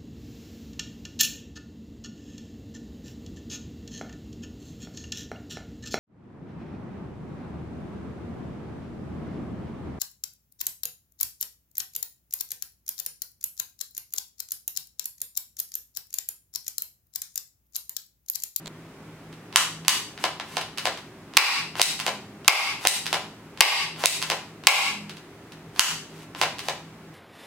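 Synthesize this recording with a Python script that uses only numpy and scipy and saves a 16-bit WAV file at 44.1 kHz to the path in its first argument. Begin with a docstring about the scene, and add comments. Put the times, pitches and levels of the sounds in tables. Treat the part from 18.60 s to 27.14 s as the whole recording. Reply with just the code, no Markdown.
"""A plastic spring pistol close to a stereo microphone in a faintly humming, hard-walled room.
Small dry clicks come first, then the trigger snaps twice on an uncocked spring.
The slide rubs and knocks back twice, runs forward, and a shot slams the piston home.
Three times more it is pumped, latches and fires; an empty snap and a last pump follow.
The limiter ducks on each loud blow and lifts the echo as it recovers."""
import sys
import numpy as np
from scipy import signal
from scipy.fft import rfft, irfft, next_fast_len
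from scipy.io import wavfile

SR = 44100
rng = np.random.default_rng(int(sys.argv[2]) if len(sys.argv) > 2 else 0)


def file_out(sig):
    """Save sig as 16-bit WAV at sys.argv[1]."""
    # one column per channel
    cols = np.atleast_2d(sig).T
    # limit, then scale
    lim = np.clip(cols, -1, 1)
    pcm = np.round(lim * 32767).astype(np.int16)
    wavfile.write(sys.argv[1], SR, pcm)


N = 376613
HIT_SAMPLES = 8192
SIDE_SIGN = np.array([[1], [-1]])   # left, right

# plastic shell resonances: f/Hz, width/Hz, gain/dB over the bare crack
SHELL_MODES = [(577, 18, -5.5), (664, 97, -4), (824, 100, -2), (1001, 140, 0), (1386, 14, -12),
               (2120, 26, -18), (2713, 95, -2.5), (2940, 19, 5.5), (4860, 61, -22.5)]
# hollow slide resonances: f/Hz, width/Hz, gain/dB
SLIDE_MODES = [(553, 40, -3.5), (672, 280, 7), (995, 37, 9.5)]
# force of the slide on its stops: f/Hz, level/dB
KNOCK_FORCE = [(120, -34.5), (330, 8), (550, 3), (800, 5), (1100, -1), (1650, 1), (2400, 2), (3300, -2),
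               (4800, -5.5), (6500, -13), (9000, -19.5), (12000, -25), (15000, -33.5)]
# brightness by contact: name, tilt/(dB/oct)
TILT_DB_OCT = {"slam": 2.17, "catch": -0.19, "take-up": -2.5, "break": -4.5, "pawl": .2, "bounce": 1.8,
               "hand": -0.5}


def from_db(db):
    return 10 ** (np.asarray(db) / 20)


def rms_one(x):
    return x / np.sqrt(np.mean(x ** 2) + 1e-20)


def at_hz(points, hz):
    """Interpolate a table over log frequency."""
    known, values = np.transpose(points)
    return np.interp(np.log(hz + 1), np.log(known), values)


def bins_hz(size):
    return np.arange(size // 2 + 1) * SR / size


def causal(db):
    """Minimum-phase response: nothing sounds before the blow."""
    cepstrum = np.fft.irfft(np.log(from_db(db)))
    half = len(cepstrum) // 2
    return np.exp(rfft(np.r_[cepstrum[:1], 2 * cepstrum[1:half], np.zeros(half)]))


def resonances(modes, hz):
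    """Direct path plus damped resonators in parallel."""
    return 1 + sum(from_db(db) * 1j * hz * width / (f * f - hz * hz + 1j * hz * width)
                   for f, width, db in modes)


def diffuse(size, port_spacing_m=0.049):
    """Spectra of noise from all sides at two ports: alike in the bass, unrelated in the treble."""
    alike = np.sinc(2 * bins_hz(size) * port_spacing_m / 343)
    mid, side = rfft(rng.standard_normal((2, size)))
    return np.sqrt(1 + alike) * mid + np.sqrt(1 - alike) * side * SIDE_SIGN


def room_hum(air_db=-45, swell_hz=205):
    """Steady air with low drones, and a tone that swells three times."""
    # air spectrum: f/Hz, level/dB
    air_colour = [(25, -26), (60, -7), (110, -3), (300, 2.5), (500, -6.5), (900, -9), (2200, -14),
                  (4000, -21.5), (8000, -27.5), (16000, -33.5)]
    # droning resonances: f/Hz, width/Hz, gain/dB
    drones = [(110.8, 4.7, 6.5), (160.3, 3.16, 16), (202, 2.96, -4.5), (395.3, 10.3, 4.5)]
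    # hum swells: t/s, half length/s, level/dB
    swells = [(3.62, 0.38, -48.5), (4.68, 0.15, -51), (6.43, 0.19, -42)]
    size, t = next_fast_len(N), np.arange(N) / SR
    hz = bins_hz(size)
    air = irfft(diffuse(size) * from_db(at_hz(air_colour, hz)) * resonances(drones, hz), size)
    swell = sum(from_db(db) * np.exp(-2 * ((t - s) / half) ** 2) for s, half, db in swells)
    return from_db(air_db) * rms_one(air[:, :N]) + swell * np.sqrt(2) * np.sin(2 * np.pi * swell_hz * t)


def room_echo(x, late_db, near_db, near_s, ceiling_db, ceiling_s):
    """One hard reflection, a quick cluster from things nearby and a diffuse tail."""
    # tail decay: f/Hz, T60/s
    t60 = [(250, 0.22), (800, 0.4), (2400, 0.41), (6000, 0.46), (15000, 0.31)]
    size = 2 ** 15
    t, hz, noise = np.arange(size) / SR, bins_hz(size), diffuse(size)
    centres_hz = np.geomspace(125, 16000, 8)
    echo = 0
    for centre, pick in zip(centres_hz, np.eye(len(centres_hz))):
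        band = irfft(noise * at_hz(np.c_[centres_hz, pick], hz))
        echo = echo + band * from_db(-60 * t / at_hz(t60, centre))
    build_up = np.clip(t / .01, 0, 1) ** 2
    echo = echo * build_up * (from_db(late_db) + from_db(near_db) * np.exp(-t / near_s))
    echo[:, round(ceiling_s * SR)] += from_db(ceiling_db)
    return signal.fftconvolve(x.mean(axis=0)[None], echo, axes=1)[:, :N]


def crack(noise, smear_s):
    """Spectrum of one contact: a flat click, smeared as it passes through the parts."""
    age = np.arange(HIT_SAMPLES) / SR / smear_s
    burst = rfft(noise * age * np.exp(-age))
    power = abs(burst) ** 2
    return burst * causal(-10 * np.log10(power + .2 * power.mean()))


def blows(events, colour, modes, smear_s, scatter):
    """Contacts (t/s, level/dB, tilt/(dB/oct)) ring the modes; the treble differs at each port."""
    # stereo lean: f/Hz, gain/dB added left and taken off right
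    lean = [(250, -0.5), (700, 0), (2200, 0), (4500, -2.24), (9000, -3)]
    hz, out = bins_hz(HIT_SAMPLES), np.zeros((2, N + HIT_SAMPLES))
    body = resonances(modes, hz) * from_db(at_hz(lean, hz) * SIDE_SIGN)
    spread = scatter * hz / (hz + 3500) * SIDE_SIGN
    unit = np.sqrt(.002 * SR / HIT_SAMPLES)   # level as if the energy were held for 2 ms
    octaves = np.log2(np.maximum(hz, 650) / 2000)
    for s, level_db, tilt in events:
        force = causal(at_hz(colour, hz) + tilt * octaves)
        mid, side = (crack(noise, smear_s) for noise in rng.standard_normal((2, HIT_SAMPLES)))
        hit = irfft(force * body * (mid + spread * side))
        start = round((s - smear_s / 2) * SR)
        out[:, start:start + HIT_SAMPLES] += from_db(level_db) * unit * rms_one(hit)
    return out[:, :N]


def near_clicks():
    """Small dry clicks right at the microphone."""
    # clicks: t/s, level/dB
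    clicks = [(0.059, -32), (0.0706, -34), (0.0768, -31.5)]
    # click spectrum: f/Hz, level/dB
    force = [(300, -2), (2800, -7), (4000, 2), (5400, -13), (7500, -5), (9000, -20), (15000, -25)]
    return blows([(s, db, 0) for s, db in clicks], force, [], smear_s=.001, scatter=.96)


def shell_radiation(x, cutoff_hz=420):
    """The small shell radiates little bass."""
    return signal.sosfilt(signal.butter(2, cutoff_hz, "high", fs=SR, output="sos"), x)


def shell_ticks(events, smear_s=.0011, scatter=1.0):
    """Light contacts ring the shell."""
    # tick force: f/Hz, level/dB
    force = [(120, -55.5), (330, -12), (700, -2.5), (1300, 3), (3000, 7), (4500, 5), (7000, -3.5),
             (11000, -8), (15000, -17)]
    return blows(events, force, SHELL_MODES, smear_s, scatter)


def plastic_rub(rubs, unevenness_db=3.5, slips_per_s=3600):
    """Tiny slips drive the shell, pressing harder through each rub (start/s, end/s, level/dB)."""
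    # friction force: f/Hz, level/dB
    force = [(100, -31), (400, -13), (800, 0), (1600, -0.5), (3500, -1.5), (7000, -6.5), (11000, -10),
             (16000, -19)]
    t, pressure = np.arange(N) / SR, np.zeros(N)
    for start, end, level_db in rubs:
        pressure += from_db(level_db) * np.interp(t, [start, end, end + .006], [0, 1, 0])
    slips = (rng.random(N) < slips_per_s / SR) * rng.standard_normal((2, N))
    slips *= from_db(-unevenness_db * np.minimum(rng.exponential(1, N), 4))
    size = next_fast_len(N)
    hz = bins_hz(size)
    response = from_db(at_hz(force, hz)) * resonances(SHELL_MODES, hz)
    mid, side = irfft(rfft(slips, size) * response, size)[:, :N]
    return pressure * rms_one(mid + .43 * side * SIDE_SIGN)


def handling():
    """Loose parts tick in the hand; the slide shifts in the grip."""
    # loose parts: t/s, level/dB
    loose_parts = [(0.727, -42), (2.012, -24.5), (2.374, -33), (6.495, -30.5), (6.569, -37.5), (6.921, -38)]
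    # slide shifts: start/s, end/s, final level/dB
    shifts = [(7.131, 7.208, -40), (7.44, 7.637, -51)]
    ticks = [(s, db, TILT_DB_OCT["hand"]) for s, db in loose_parts]
    return shell_radiation(shell_ticks(ticks, smear_s=.0027, scatter=.89) + plastic_rub(shifts))


def slide_pulls(overrun_s=.02, catch_db=-.5, bounce_db=-4.5):
    """The slide breaks loose, rubs back and hits the rear stop, where it latches, bounces or rests."""
    # pulls: t/s at the stop, knock/dB, tilt/(dB/oct), travel/s, tick/dB, rub/dB, ending
    pulls = [(1.64, -12, 2.5, .063, -32.5, -39.5, "rests"), (1.969, -15.5, 3, .170, -23.5, -45, "rests"),
             (3.1963, -14, 2.5, 0.042, -27, -30.5, "latches"), (4.2518, -12.5, 2, .06, -40, -33, "latches"),
             (5.438, -13, 1.5, 0.077, -35, -33, "latches"),
             (7.8143, -10.5, 3.5, .0655, -30, -39.5, "bounces")]
    # latching force: f/Hz, level/dB
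    latch_force = [(120, -51.5), (330, -28.5), (550, -16.5), (800, -12), (1100, -12), (1650, -6.5),
                   (2400, 1.5), (3300, -1.5), (4800, 1.5), (6500, -2.5), (9000, -1), (12000, -7.5),
                   (15000, -14.5)]
    # catch resonances: f/Hz, width/Hz, gain/dB
    catch_modes = [(1980, 220, -7.5), (2690, 130, -9), (3810, 83, 5)]
    ticks, rubs, knocks, catches = [], [], [], []
    for s, db, tilt, travel_s, tick_db, rub_db, ending in pulls:
        ticks.append((s - travel_s, tick_db, TILT_DB_OCT["break"]))
        rubs.append((s - travel_s, s + overrun_s * (ending == "latches"), rub_db))
        knocks.append((s, db, tilt))
        if ending == "latches":
            catches.append((s + overrun_s, catch_db, TILT_DB_OCT["catch"]))
        if ending == "bounces":
            knocks.append((s + overrun_s, db + bounce_db, TILT_DB_OCT["bounce"]))
    rear_stop = blows(knocks, KNOCK_FORCE, SHELL_MODES + SLIDE_MODES, smear_s=.0012, scatter=1.0)
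    latch = blows(catches, latch_force, SHELL_MODES + catch_modes, smear_s=.00072, scatter=.98)
    return shell_radiation(shell_ticks(ticks) + plastic_rub(rubs) + rear_stop) + latch


def slide_returns(pawl_gap_s=.0076, first_tick_db=-6, rub_db=-41.5, bounce_share=.23):
    """The pawl ticks twice; the slide rubs forward, hits the front stop and bounces once."""
    # returns: t/s at the stop, knock/dB, tilt/(dB/oct), travel/s, pawl/dB, bounce/dB over the knock
    returns = [(2.255, -14.5, 4, .072, -21, -2.5), (3.465, -15.5, 4.5, 0.065, -21, -1),
               (4.5289, -13.5, 4.5, .0633, -20.5, -3), (5.7006, -14.5, 5, .075, -18.5, -2.5),
               (8.085, -16, 3, 0.093, -25.5, -15)]
    ticks, rubs, knocks = [], [], []
    for s, db, tilt, travel_s, tick_db, bounce_db in returns:
        start = s - travel_s
        ticks.append((start - pawl_gap_s, tick_db + first_tick_db, TILT_DB_OCT["pawl"]))
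        ticks.append((start, tick_db, TILT_DB_OCT["pawl"]))
        rubs.append((start, s, rub_db))
        knocks.append((s, db, tilt))
        knocks.append((s + bounce_share * travel_s, db + bounce_db, TILT_DB_OCT["bounce"]))
    front_stop = blows(knocks, KNOCK_FORCE, SHELL_MODES + SLIDE_MODES, smear_s=.0009, scatter=.89)
    return shell_radiation(shell_ticks(ticks) + plastic_rub(rubs) + front_stop)


def piston(releases_s, flight_s=.0039, slam_db=17):
    """The released spring slams the piston home, ringing cylinder and shell."""
    # slam force: f/Hz, level/dB
    force = [(120, -53), (330, -11), (550, -10), (800, -3), (1100, -8), (1650, -9.5), (2400, -1),
             (3300, -10.5), (4800, -11.5), (6500, -22.5), (9000, -24), (12000, -26), (15000, -34.5)]
    # air cylinder and spring resonances: f/Hz, width/Hz, gain/dB
    cylinder_modes = [(1116, 44, 7), (2155, 72, 4), (2177, 270, -13.5), (4990, 166, -1.5)]
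    slams = [(s + flight_s, slam_db, TILT_DB_OCT["slam"]) for s in releases_s]
    return blows(slams, force, SHELL_MODES + cylinder_modes, smear_s=.0005, scatter=.59)


def trigger(take_up_s=.033, tick_db=-34.5, rustle_db=-47.5):
    """The trigger ticks; a faint rustle rises just before the snap, which frees the piston if cocked."""
    # snaps: t/s, level/dB, tilt/(dB/oct), spring cocked
    squeezes = [(0.9596, -1.5, .5, False), (1.2818, -1.5, 1.5, False), (2.77, 2, 1.5, True),
                (3.8797, 5.5, 1.5, True), (5.0074, 7.5, 1.1, True), (6.0705, 12, 0.5, True),
                (7.1947, 2.5, 1.1, False)]
    # snap force: f/Hz, level/dB
    force = [(120, -36.5), (330, -22.5), (550, -16), (800, -10), (1100, -3), (1650, -2.5), (2400, -3.5),
             (3300, -1.5), (4800, -5), (6500, -5.5), (9000, -10.5), (12000, -14.5), (15000, -21.5)]
    # resonances of the trigger's small parts: f/Hz, width/Hz, gain/dB
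    trigger_modes = [(1170, 120, -7.5), (2884, 110, -0.5), (4610, 52, 2.5)]
    ticks, lead_in_rustles, snaps, releases_s = [], [], [], []
    for s, db, tilt, cocked in squeezes:
        ticks.append((s - take_up_s, tick_db, TILT_DB_OCT["take-up"]))
        lead_in_rustles.append((s - take_up_s, s, rustle_db))
        snaps.append((s, db, tilt))
        if cocked:
            releases_s.append(s)
    snap = blows(snaps, force, SHELL_MODES + trigger_modes, smear_s=.00097, scatter=.96)
    return snap + piston(releases_s) + shell_radiation(shell_ticks(ticks) + plastic_rub(lead_in_rustles))


def scene():
    """The gun and its echo in the humming room."""
    gun = trigger() + slide_pulls() + slide_returns() + handling()
    echo = room_echo(gun, late_db=-34, near_db=-25.5, near_s=.0091, ceiling_db=-17, ceiling_s=.0083)
    return room_hum() + near_clicks() + (gun + echo) * from_db(.6 * SIDE_SIGN)


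def limiter(x, threshold_db, release_db_per_s, attack_s):
    """The gain drops fast on a peak and climbs back at a steady rate."""
    over_db = np.maximum(20 * np.log10(abs(x).max(axis=0) + 1e-9) - threshold_db, 0)
    ramp_db = release_db_per_s * np.arange(N) / SR
    held_db = np.maximum.accumulate(over_db + ramp_db) - ramp_db
    pole = np.exp(-1 / (attack_s * SR))
    return x * from_db(-signal.lfilter([1 - pole], [1, -pole], held_db))


def record(dry):
    """Limiter, clipping of what slips past it, steep 16 kHz low-pass."""
    limited = limiter(dry, threshold_db=-1, release_db_per_s=128, attack_s=.001)
    low_pass = signal.ellip(10, .2, 80, 16000, fs=SR, output="sos")
    return signal.sosfilt(low_pass, np.clip(limited, -1, 1))


dry = scene()
out = record(dry)
file_out(out)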